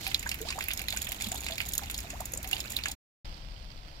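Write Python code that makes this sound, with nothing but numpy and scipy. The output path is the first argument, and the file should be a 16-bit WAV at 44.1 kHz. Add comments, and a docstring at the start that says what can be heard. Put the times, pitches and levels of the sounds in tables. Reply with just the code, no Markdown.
"""Sharp, close splashes: roof runoff splatters into a full rain barrel. Each drop is a burst of noise
and the ping of a tiny trapped bubble; larger bubbles plop, mostly bending upward, amid ticks and fine
spray. Light rain and a low outdoor rumble sit behind. Near 3 s it all fades quickly into a short
silence, then soft steady rain on shrubs comes in, mostly to the right: hiss, fine patter and a few
drops pinging on leaves over a low breeze."""
import sys
import numpy as np
from scipy import signal
from scipy.fft import rfft, irfft
from scipy.io import wavfile

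SR = 44100
rng = np.random.default_rng(int(sys.argv[2]) if len(sys.argv) > 2 else 0)


def dump(signal):
    """Clip the signal to [-1, 1] and save it as 16-bit WAV at the path in sys.argv[1]."""
    limited = np.clip(np.atleast_2d(signal).T, -1, 1)
    pcm = np.round(limited * 32767).astype(np.int16)
    wavfile.write(sys.argv[1], SR, pcm)


N = 176400
TIME = np.arange(N) / SR

# Full drops on the water: start_s, level_db, bubble_hz, slap_db, splat_db, tick_db, spray_db
# (the last four are frequency bands, low to high, relative to level_db)
BARREL_DROPS = [(0.065, -23.5, 2700, -9.5, -8, -22, -19), (0.1136, -47.5, 2970, 10, -6.5, -6, -3),
                (0.1434, -14.5, 3950, -19, -11, -18, -23), (0.2262, -28.5, 2080, -12.5, -13, -15, -18),
                (0.2902, -17.5, 5500, -24, -18.5, -16, -19), (0.3136, -19, 2650, -14, -15, -18.5, -22),
                (0.3413, -24.5, 2600, -16.5, -27, -20, -14.5), (0.387, -37, 1970, -9, -16, -27, -12),
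                (0.485, -26.5, 4070, -13.5, -9, -14, -33), (0.5032, -23, 4760, -14, -12.5, -12.5, -34),
                (0.5229, -32, 2320, -4.5, -13, -25, -28), (0.6065, -27.5, 2660, -5.5, -25, -13.5, -18),
                (0.6235, -27.5, 2560, -13, -10.5, -18, -18), (0.638, -29.5, 2310, -14.5, -14, -27, -8),
                (0.683, -26, 2570, -7, -22, -33, -6), (0.7051, -31.5, 2390, -2, -26, -22, -18),
                (0.711, -31, 3360, -16, -6, -9, -13), (0.7333, -20.5, 3370, -30.5, -31, -16, -13.5),
                (0.7732, -25.5, 5100, -22.5, -16, -11, -14), (0.7912, -26.5, 3320, -9, -11, -13, -13.5),
                (0.8154, -27.5, 2550, -14, -20, -12, -12.5), (0.8826, -22, 4010, -13, -10, -31, -15.5),
                (0.903, -26, 3980, -24, -9.5, -10.5, -15), (0.9236, -25, 3470, -11, -8.5, -34, -18),
                (0.962, -27, 1480, -12, -26, -25.5, -13.5), (0.971, -25.5, 2390, -15, -14, -5.5, -20),
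                (1.0165, -19, 3350, -22, -18.5, -15.5, -16), (1.0691, -35.5, 2490, -2.5, -29, -16, -9),
                (1.118, -21, 2620, -16, -27, -19, -12.5), (1.2077, -29.5, 2250, -6.5, -9, -9, -22),
                (1.2198, -28.5, 3450, -13.5, -10, -4.5, -9), (1.2411, -38.5, 3360, -15, 0.5, 0, -5),
                (1.267, -32, 4070, -18, -10, -13, -10), (1.316, -28, 4100, -14, -31, -3.5, -16),
                (1.4635, -33.5, 2200, -3, -1, -7, -27), (1.484, -33.5, 2600, -2.5, -12, -5.5, -20),
                (1.5198, -40, 3390, -19, 2.5, -26, -25), (1.5793, -30.5, 2450, -5.5, -5.5, -7.5, -12),
                (1.602, -23, 2350, -6, -15, -27, -20), (1.6133, -31, 4660, -17, -12, -10, -11),
                (1.734, -20, 3440, -34.5, -18, -12, -12), (1.7781, -11.5, 4380, -52.5, -26, -18, -17.5),
                (1.8333, -30, 2600, -12.5, -11.5, -15, -18),
                (1.8978, -30.5, 2950, -7.5, -40.5, -9.5, -11.5), (1.9424, -21.5, 4470, -35, -15, -16, -20),
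                (1.9855, -27.5, 5140, -14.5, -13.5, -13.5, -13),
                (2.1022, -28, 2500, -16, -16.5, -10.5, -26), (2.335, -22, 5070, -24.5, -37, -10.5, -17),
                (2.3733, -30.5, 3610, -37, -38, -3, -14), (2.443, -32.5, 3000, -9.5, -11, -18, -11.5),
                (2.5111, -30, 3740, -9, -37.5, -5.5, -9.5), (2.5286, -10.5, 2860, -34, -22.5, -32, -28.5),
                (2.5645, -36, 4590, -4.5, -4, -11.5, -26), (2.6021, -24, 5260, -23, -13.5, -10.5, -18.5),
                (2.702, -29.5, 2360, -20, -30.5, -10, -10), (2.7648, -19.5, 3550, -37.5, -12.5, -51, -15),
                (2.7864, -23.5, 2480, -13, -26.5, -25, -26), (2.835, -30, 4410, -15, -5.5, -12.5, -19),
                (2.8559, -24, 1655, -8, -23, -11.5, -28), (2.871, -40, 2500, -8, -15, -16, -28),
                (2.8823, -27.5, 4650, -26, -12.5, -9.5, -14), (2.9138, -30.5, 5210, -34, -11.5, -6.5, -11)]
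# Slap, splat, tick and spray bands: low_hz, high_hz
BURST_BANDS = [(1500, 3000), (3000, 5500), (5500, 9000), (9000, 16000)]
# Decay of the burst, one per band: fall_s
BURST_FALLS = [0.0006, 0.0061, 0.0028, 0.0024]
# Droplets falling back after a burst, one per band: relative_db
SPATTER_LEVELS = [-4.5, -9.5, -14.5, -13.5]
# Colour of the splashing at each ear: frequency_hz, left_db, right_db
SPLASH_EQ = [(394, -9, -7), (770, -3, 2.5), (1180, -9, -13), (1776, -14, -9), (2076, -7.5, -2.5),
             (2450, -21.5, 0), (3100, -7.5, -0.5), (3557, -1.5, 3.5), (4520, -6.5, -4), (5320, -20.5, -5),
             (6105, -8.5, -23), (6940, -6, 8.5), (7450, -5, -16), (8550, -4, -12), (9470, -15, -11.5),
             (11290, -20, -4), (12670, -12.5, 0.5), (13100, -19.5, -13), (14260, -25, -3),
             (16400, -20, -16), (16040, -38.5, -31)]
# Clear plinks of the hardest drops: start_s, level_db, pitch_hz, decay_cycles
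HARD_DROPS = [(0.146, -0.5, 3970, 3.1), (.775, -27, 5230, 11), (1.068, -28.5, 3300, 11),
              (1.7791, -11, 6920, 7.3), (1.9441, -22, 4460, 8.2), (2.53, -13, 2770, 11.8),
              (2.765, -15, 3840, 7.5)]
# Larger bubbles rising: start_s, pitch_hz, level_db, life_s, rise_octaves
BUBBLES = [(.067, 772, -39.5, 0.032, .02), (.257, 900, -42, 0.026, 0.37), (0.263, 1563, -30.5, 0.012, 0.64),
           (.404, 425, -37.5, 0.037, 0.22), (.452, 650, -43, 0.039, 1.27), (.502, 1030, -42, 0.017, .05),
           (.556, 754, -40.5, 0.037, 0.31), (.58, 668, -28, 0.01, 1.33), (.802, 754, -45.5, 0.026, 0.12),
           (.931, 652, -43, 0.025, 1.06), (1.085, 574, -48, 0.041, 1.14), (1.266, 214, -39, 0.025, -0.11),
           (1.316, 689, -38.5, 0.023, 0.41), (1.343, 743, -36, 0.015, .7), (1.499, 645, -41.5, 0.055, 0.09),
           (1.7928, 1120, -25, 0.0014, 0.56), (1.819, 810, -38.5, 0.028, -0.03),
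           (2.045, 654, -45.5, 0.028, 0.4), (2.131, 645, -41.5, 0.036, 1.05),
           (2.203, 640, -34.5, 0.019, 0.95), (2.334, 530, -40.5, 0.014, -.1),
           (2.36, 494, -48.5, 0.051, 0.68), (2.444, 747, -46, 0.04, 0.092), (2.523, 749, -43, 0.042, 0.28),
           (2.649, 1360, -48, 0.019, 0.57), (2.859, 1240, -26, 0.0032, 0.29),
           (2.879, 782, -42, 0.029, 0.12)]
# Small droplets that trap no bubble: start_s, tick_db, spray_db
SMALL_DROPS = [(0.0744, -47.0, -35), (0.1931, -36, -44), (0.2726, -38.5, -50), (0.4136, -39.5, -40.5),
               (0.5873, -38.5, -45), (0.9825, -49, -42.5), (1.0243, -36.5, -42.5), (1.0437, -40.5, -42),
               (1.0885, -38, -39), (1.1197, -46, -39), (1.285, -41, -43), (1.3437, -43, -39),
               (1.3567, -39, -47), (1.3765, -46.5, -45), (1.4043, -38, -45.0), (1.443, -43.5, -48),
               (1.659, -42.5, -47.0), (1.687, -37, -35), (1.7197, -41, -47), (1.7505, -37.0, -34.5),
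               (1.91, -40, -38.5), (1.977, -35.5, -42.5), (2.0022, -40.5, -43.5), (2.204, -39, -39.5),
               (2.254, -37, -38.5), (2.3194, -46, -42), (2.3478, -44, -45.5), (2.428, -42.5, -41.5),
               (2.4737, -42.5, -42), (2.4864, -52.5, -41), (2.7184, -37.5, -40)]
# Activity of the fine spray: time_s, level_db
SPRAY_ENVELOPE = [(0, -44.5), (.35, -51), (.8, -45.5), (1.05, -46), (1.5, -44), (1.78, -49), (2.1, -51),
                  (2.36, -58), (2.55, -43.5), (2.9, -49)]
# Brief sheets of spray: start_s, length_s, level_db
SPRAY_SHEETS = [(0, 0.13, -46.5), (0.455, 0.056, -48)]
# Single drops on leaves: start_s, relative_db, pitch_hz
LEAF_HITS = [(3.344, -33, 4700), (3.4214, -39, 3090), (3.564, -38.5, 3020), (3.717, -37, 4360)]
# Tone of the rain on shrubs, breeze, light rain and rumble: frequency_hz, relative_db
SHRUBS_EQ = [(180, -22), (300, -1), (390, -9.5), (593, -1.5), (1750, -8.5), (3240, -6.5), (3830, -9),
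             (4750, -5), (6740, -20.5), (8500, -21), (10000, -29), (14700, -22.5), (16000, -31)]
BREEZE_EQ = [(12, -31), (20, -1.5), (46, 0), (86, -13.5), (147, -15), (331, -36), (400, -40), (520, -65),
             (880, -120)]
LIGHT_RAIN_EQ = [(180, -30.5), (300, 5), (455, -1), (787, 1), (1210, -1), (2570, 0), (3190, -9),
                 (6100, -5.5), (6850, -6), (9550, -15.5), (12500, -11.5), (15000, -8), (16000, -25)]
RUMBLE_EQ = [(12, -39.5), (20, -3.5), (64, 5), (120, -5.5), (177, -12), (206, -7), (380, -24), (520, -48.5),
             (880, -120)]
# Where those beds sit: frequency_hz, left_minus_right_db
SHRUBS_BALANCE = [(300, 0), (800, -5.5), (1300, -3), (2000, -8.5), (3300, -16), (5200, -21), (6400, -5),
                  (7500, 5.5), (11500, 2), (13000, -6), (15000, -2)]
BREEZE_BALANCE = [(30, 4.8), (120, 3.9), (400, 1)]
GARDEN_BALANCE = [(30, 3), (120, 3.5), (300, -2.5), (1000, -2), (2500, -9.5), (5000, -5), (8500, 2.5),
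                  (12000, -3.5)]
# Rain on shrubs and breeze easing off: time_s, level_db
SHRUBS_ENVELOPE = [(3.26, -51.5), (3.472, -55)]
BREEZE_ENVELOPE = [(3.26, -42), (3.87, -44.5), (4.0, -48)]
# Stereo width of the beds: frequency_hz, left_right_correlation
BED_LIKENESS = [(150, 1), (300, 0.96), (600, 0.29), (1200, -0.61), (2500, 0.19), (8000, -0.18)]

SPLASH_LIKENESS, SPLASH_PAN_DB = .75, -11   # left-right correlation; negative pans go right
EAR_LEAD_S = np.array([[.00018], [0]])   # the left ear hears it first
SPLASH_PEAK_S = .002   # from a drop's start to its crack


def splashes():
    """Each full drop bursts on the water and leaves a tiny ringing bubble; the hardest add a plink."""
    drops = np.array(BARREL_DROPS)
    out = bursts(drops[:, 0], drops[:, 1] + drops[:, 3:].T)
    for start_s, db, hz, slap_db, splat_db in drops[:, :5]:
        band_db = slap_db - 3 if hz < BURST_BANDS[0][1] else splat_db   # slaps ring less than splats
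        ring = from_db(db + band_db + 13.5) * ping(hz, cycles=6.5)
        add(out, start_s + SPLASH_PEAK_S, panned(SPLASH_PAN_DB) * ring)
    for start_s, db, hz, cycles in HARD_DROPS:
        add(out, start_s, from_db(db) * panned(SPLASH_PAN_DB) * ping(hz, cycles))
    return out


def bursts(starts_s, bands_db):
    """A drop cracks on contact, bursts and spatters back, with its own level in each of four bands."""
    size, lead_s = 2048, .004
    rise_s, crack_s, spatter_s = .0009, .00017, .015
    t = TIME[:size] - lead_s
    attack = np.exp(np.minimum(t / rise_s, 0))
    after = np.maximum(t, 0)
    crack = from_db(-3.5) * np.exp(-np.abs(t) / crack_s)
    noise = pair(rng.standard_normal((len(starts_s), 2, size)).swapaxes(0, 1), SPLASH_LIKENESS)
    stretch = 2 ** (.022 * rng.standard_normal((len(starts_s), 1)))   # detunes each drop's colour
    hits, out = 0, np.zeros((2, N))
    for k, band in enumerate(BURST_BANDS):
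        spatter = from_db(SPATTER_LEVELS[k]) * np.exp(-after / spatter_s)
        envelope = crack + attack * (np.exp(-after / BURST_FALLS[k]) + spatter)
        bandpass = signal.butter(2 if k == 0 else 3, band, "band", fs=SR, output="sos")
        layer = signal.sosfilt(bandpass, splash_tone(noise * envelope, stretch))
        rms = np.sqrt((layer.mean(0) ** 2).sum(-1) / (.005 * SR))   # as if packed into 5 ms
        hits = hits + layer * (from_db(bands_db[k]) / rms)[:, None]
    for k, start_s in enumerate(starts_s):
        add(out, start_s + SPLASH_PEAK_S - lead_s, hits[:, k])
    return out


def ping(hz, cycles):
    """A tiny resonance dies within a few cycles while its pitch creeps up."""
    t, rise_octaves_per_s = TIME[:SR // 50], 8.5
    phase = np.cumsum(hz * 2 ** (rise_octaves_per_s * t)) / SR + hz * EAR_LEAD_S
    return np.sin(2 * np.pi * phase) * np.exp(-t * hz / cycles) * (1 - np.exp(-t * hz / 2))


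def splash_tone(x, stretch=1):
    """Colour the splashing for each ear, the left slightly early; stretch shifts the resonances."""
    hz = np.fft.rfftfreq(x.shape[-1], 1 / SR)
    ears = []
    for ear in range(2):
        colour = from_db(at_hz(SPLASH_EQ, hz * stretch, column=ear + 1))
        lead = np.exp(2j * np.pi * hz * EAR_LEAD_S[ear])
        ears.append(irfft(rfft(x[ear]) * colour * lead, x.shape[-1]))
    return np.array(ears)


def ticks():
    """Small droplets tick brightly on the surface, with little body and no bubble."""
    starts_s, tick_db, spray_db = np.transpose(SMALL_DROPS)
    slap_db, splat_db = tick_db - 24, tick_db - 11.5
    return bursts(starts_s, [slap_db, splat_db, tick_db, spray_db])


def plops():
    """Bubbles pinch off with a knock and ring, most bending upward as they rise through churning water."""
    attack_s, knock_fall_s, droop_db = .00069, .0018, 1
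    out = np.zeros((2, N))
    churn = signal.sosfilt(signal.butter(2, 130, fs=SR, output="sos"), rng.standard_normal((2, N)))
    churn = .24 * churn / churn.std()
    knock_band = signal.butter(2, (400, 2000), "band", fs=SR, output="sos")
    knock_noise = unit(signal.sosfilt(knock_band, pair(rng.standard_normal((2, N)), SPLASH_LIKENESS)))
    for start_s, hz, db, life_s, rise_octaves in BUBBLES:
        t = TIME[:int(life_s * SR) + 2]
        age = t / t[-1]
        span = slice(int(start_s * SR), int(start_s * SR) + len(t))
        flutter, wobble = churn[:, span]   # the churn shakes level and phase
        pitch = hz * 2 ** (rise_octaves * age ** 1.7)   # holds the note, then bends
        phase = np.cumsum(pitch) / SR + pitch * EAR_LEAD_S
        envelope = (1 - np.exp(-t / attack_s)) * from_db(db - droop_db * age) * (1 - age ** 4)
        note = envelope * (1 + flutter) * np.sin(2 * np.pi * phase + wobble)
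        knock = from_db(-42) * np.exp(-t / knock_fall_s) * knock_noise[:, span]
        add(out, start_s, panned(-4) * (note + knock))
    return barrel_echo(out)


def barrel_echo(x):
    """The barrel wall throws back a short, dense echo."""
    t, t60_s, wet_db = TIME[:SR // 10], .09, -8.5
    tail = rng.standard_normal((2, len(t))) * np.exp(-np.log(1000) * t / t60_s)
    tail /= np.linalg.norm(tail[0])
    return x + from_db(wet_db) * signal.fftconvolve(x, tail, axes=1)[:, :N]


def spray():
    """Fine droplets and a fizz of small bubbles fill the gaps between splashes."""
    activity = level(SPRAY_ENVELOPE)
    droplets = unit(splash_tone(patter(per_s=300, spread_db=4, fall_s=.0022)))
    sizes = impacts(per_s=100, spread_db=-.5)
    pitch_hz = 3200 * 2 ** rng.normal(0, .391, N)
    pan_db = rng.normal(SPLASH_PAN_DB, 6.3, N)
    fizz = np.zeros((2, N))
    for i in np.flatnonzero(sizes):
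        add(fizz, i / SR, sizes[i] * panned(pan_db[i]) * ping(pitch_hz[i], cycles=4))
    return activity * (from_db(-3.5) * droplets + from_db(-56.5) * unit(fizz) / activity.mean())


def sizzles():
    """A sheet of fine spray hisses briefly in a narrow band."""
    hiss = unit(signal.lfilter(*signal.iirpeak(4230, Q=3.1, fs=SR), rng.standard_normal((2, N))))
    swell = np.zeros(N)
    for start_s, length_s, db in SPRAY_SHEETS:
        arch = 1 - (2 * (TIME - start_s) / length_s - 1) ** 2
        swell += from_db(db) * np.sqrt(np.clip(arch, 0, 1))
    return hiss * swell * panned(SPLASH_PAN_DB)


def shrubs():
    """Rain on shrubs: soft hiss, fine patter and a few nearer drops on leaves, over a rumbling breeze."""
    hiss, low = rng.standard_normal((2, 2, N))
    grain = unit(patter(per_s=500, spread_db=6.5, fall_s=.0014))
    rain = bed(unit(hiss) + from_db(-4.5) * grain, SHRUBS_EQ, SHRUBS_BALANCE)
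    breeze = bed(low, BREEZE_EQ, BREEZE_BALANCE)
    out = from_db(-.5) * level(SHRUBS_ENVELOPE) * rain + level(BREEZE_ENVELOPE) * breeze
    for start_s, db, hz in LEAF_HITS:
        add(out, start_s, from_db(db + 5) * panned(-20) * ping(hz, cycles=2.6))
    return out


def garden():
    """Light rain all round the barrel and a low outdoor rumble."""
    hiss, low = rng.standard_normal((2, 2, N))
    rain = from_db(-52) * bed(hiss, LIGHT_RAIN_EQ, GARDEN_BALANCE)
    rumble = from_db(-44.5) * bed(low, RUMBLE_EQ, GARDEN_BALANCE)
    return rain + rumble


def bed(noise, eq, balance):
    """Shape noise into an ambience bed with steep band edges, width and placement; centre rms 1."""
    hz = np.fft.rfftfreq(N, 1 / SR) + 1e-3
    low_hz, high_hz = .85 * eq[0][0], eq[-1][0]
    edges = 1 / np.sqrt((1 + (low_hz / hz) ** 8) * (1 + (hz / high_hz) ** 12))
    spectrum = pair(rfft(noise), at_hz(BED_LIKENESS, hz))
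    return unit(irfft(spectrum * from_db(at_hz(eq, hz)) * edges * panned(at_hz(balance, hz)), N))


def patter(per_s, spread_db, fall_s):
    """Each random impact is a very short burst of noise."""
    decay = np.exp(-2 / (fall_s * SR))
    power = signal.lfilter([1], [1, -decay], impacts(per_s, spread_db) ** 2 + 1e-12)
    return np.sqrt(power) * rng.standard_normal((2, N))


def impacts(per_s, spread_db):
    """Random impulses, most near gain 1 and a few up to three times spread_db away."""
    return (rng.random(N) < per_s / SR) * from_db(spread_db * np.minimum(rng.exponential(1, N), 3))


def pair(noise, likeness):
    """Two unrelated noises become left and right with the given correlation."""
    likeness = np.clip(likeness, -.99, .99)
    mid, side = np.sqrt(1 + likeness) * noise[0], np.sqrt(1 - likeness) * noise[1]
    return np.array([mid + side, mid - side])


def panned(pan_db):
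    """Left and right gains with mean 1; positive is left."""
    gains = from_db(np.array([[.5], [-.5]]) * pan_db)
    return gains / gains.mean(0)


def from_db(db):
    """Decibels to gain."""
    return 10 ** (np.asarray(db) / 20)


def unit(x):
    """Scale a stereo sound so that its centre has rms 1."""
    return x / np.sqrt(np.mean(x.mean(0) ** 2) + 1e-20)


def level(rows):
    """A fader ride from time_s, level_db rows."""
    return from_db(np.interp(TIME, *np.transpose(rows)))


def at_hz(rows, hz, column=1):
    """Read a table on a log-frequency axis."""
    rows = np.array(rows, float)
    return np.interp(np.log(hz + 1), np.log(rows[:, 0]), rows[:, column])


def add(out, start_s, sound):
    """Mix a short stereo sound in at start_s."""
    i = int(np.clip(start_s * SR, 0, N - 1))
    out[:, i:i + sound.shape[1]] += sound[:, :N - i]


def scene():
    """The barrel, a short silence, then the shrubs."""
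    fade_s, silent_s, return_s = 2.928, 2.952, 3.246
    barrel = splashes() + ticks() + plops() + spray() + sizzles() + garden()
    fade_out = np.interp(TIME, [fade_s, silent_s], [1, 0])
    fade_in = np.clip((TIME - return_s) / .0028, 0, 1)
    return barrel * fade_out + shrubs() * fade_in


def record(dry):
    """A steep high cut at 16 kHz."""
    return signal.sosfilt(signal.ellip(10, .1, 80, 16000, fs=SR, output="sos"), dry + 1e-18)


dry = scene()
out = record(dry)
dump(out)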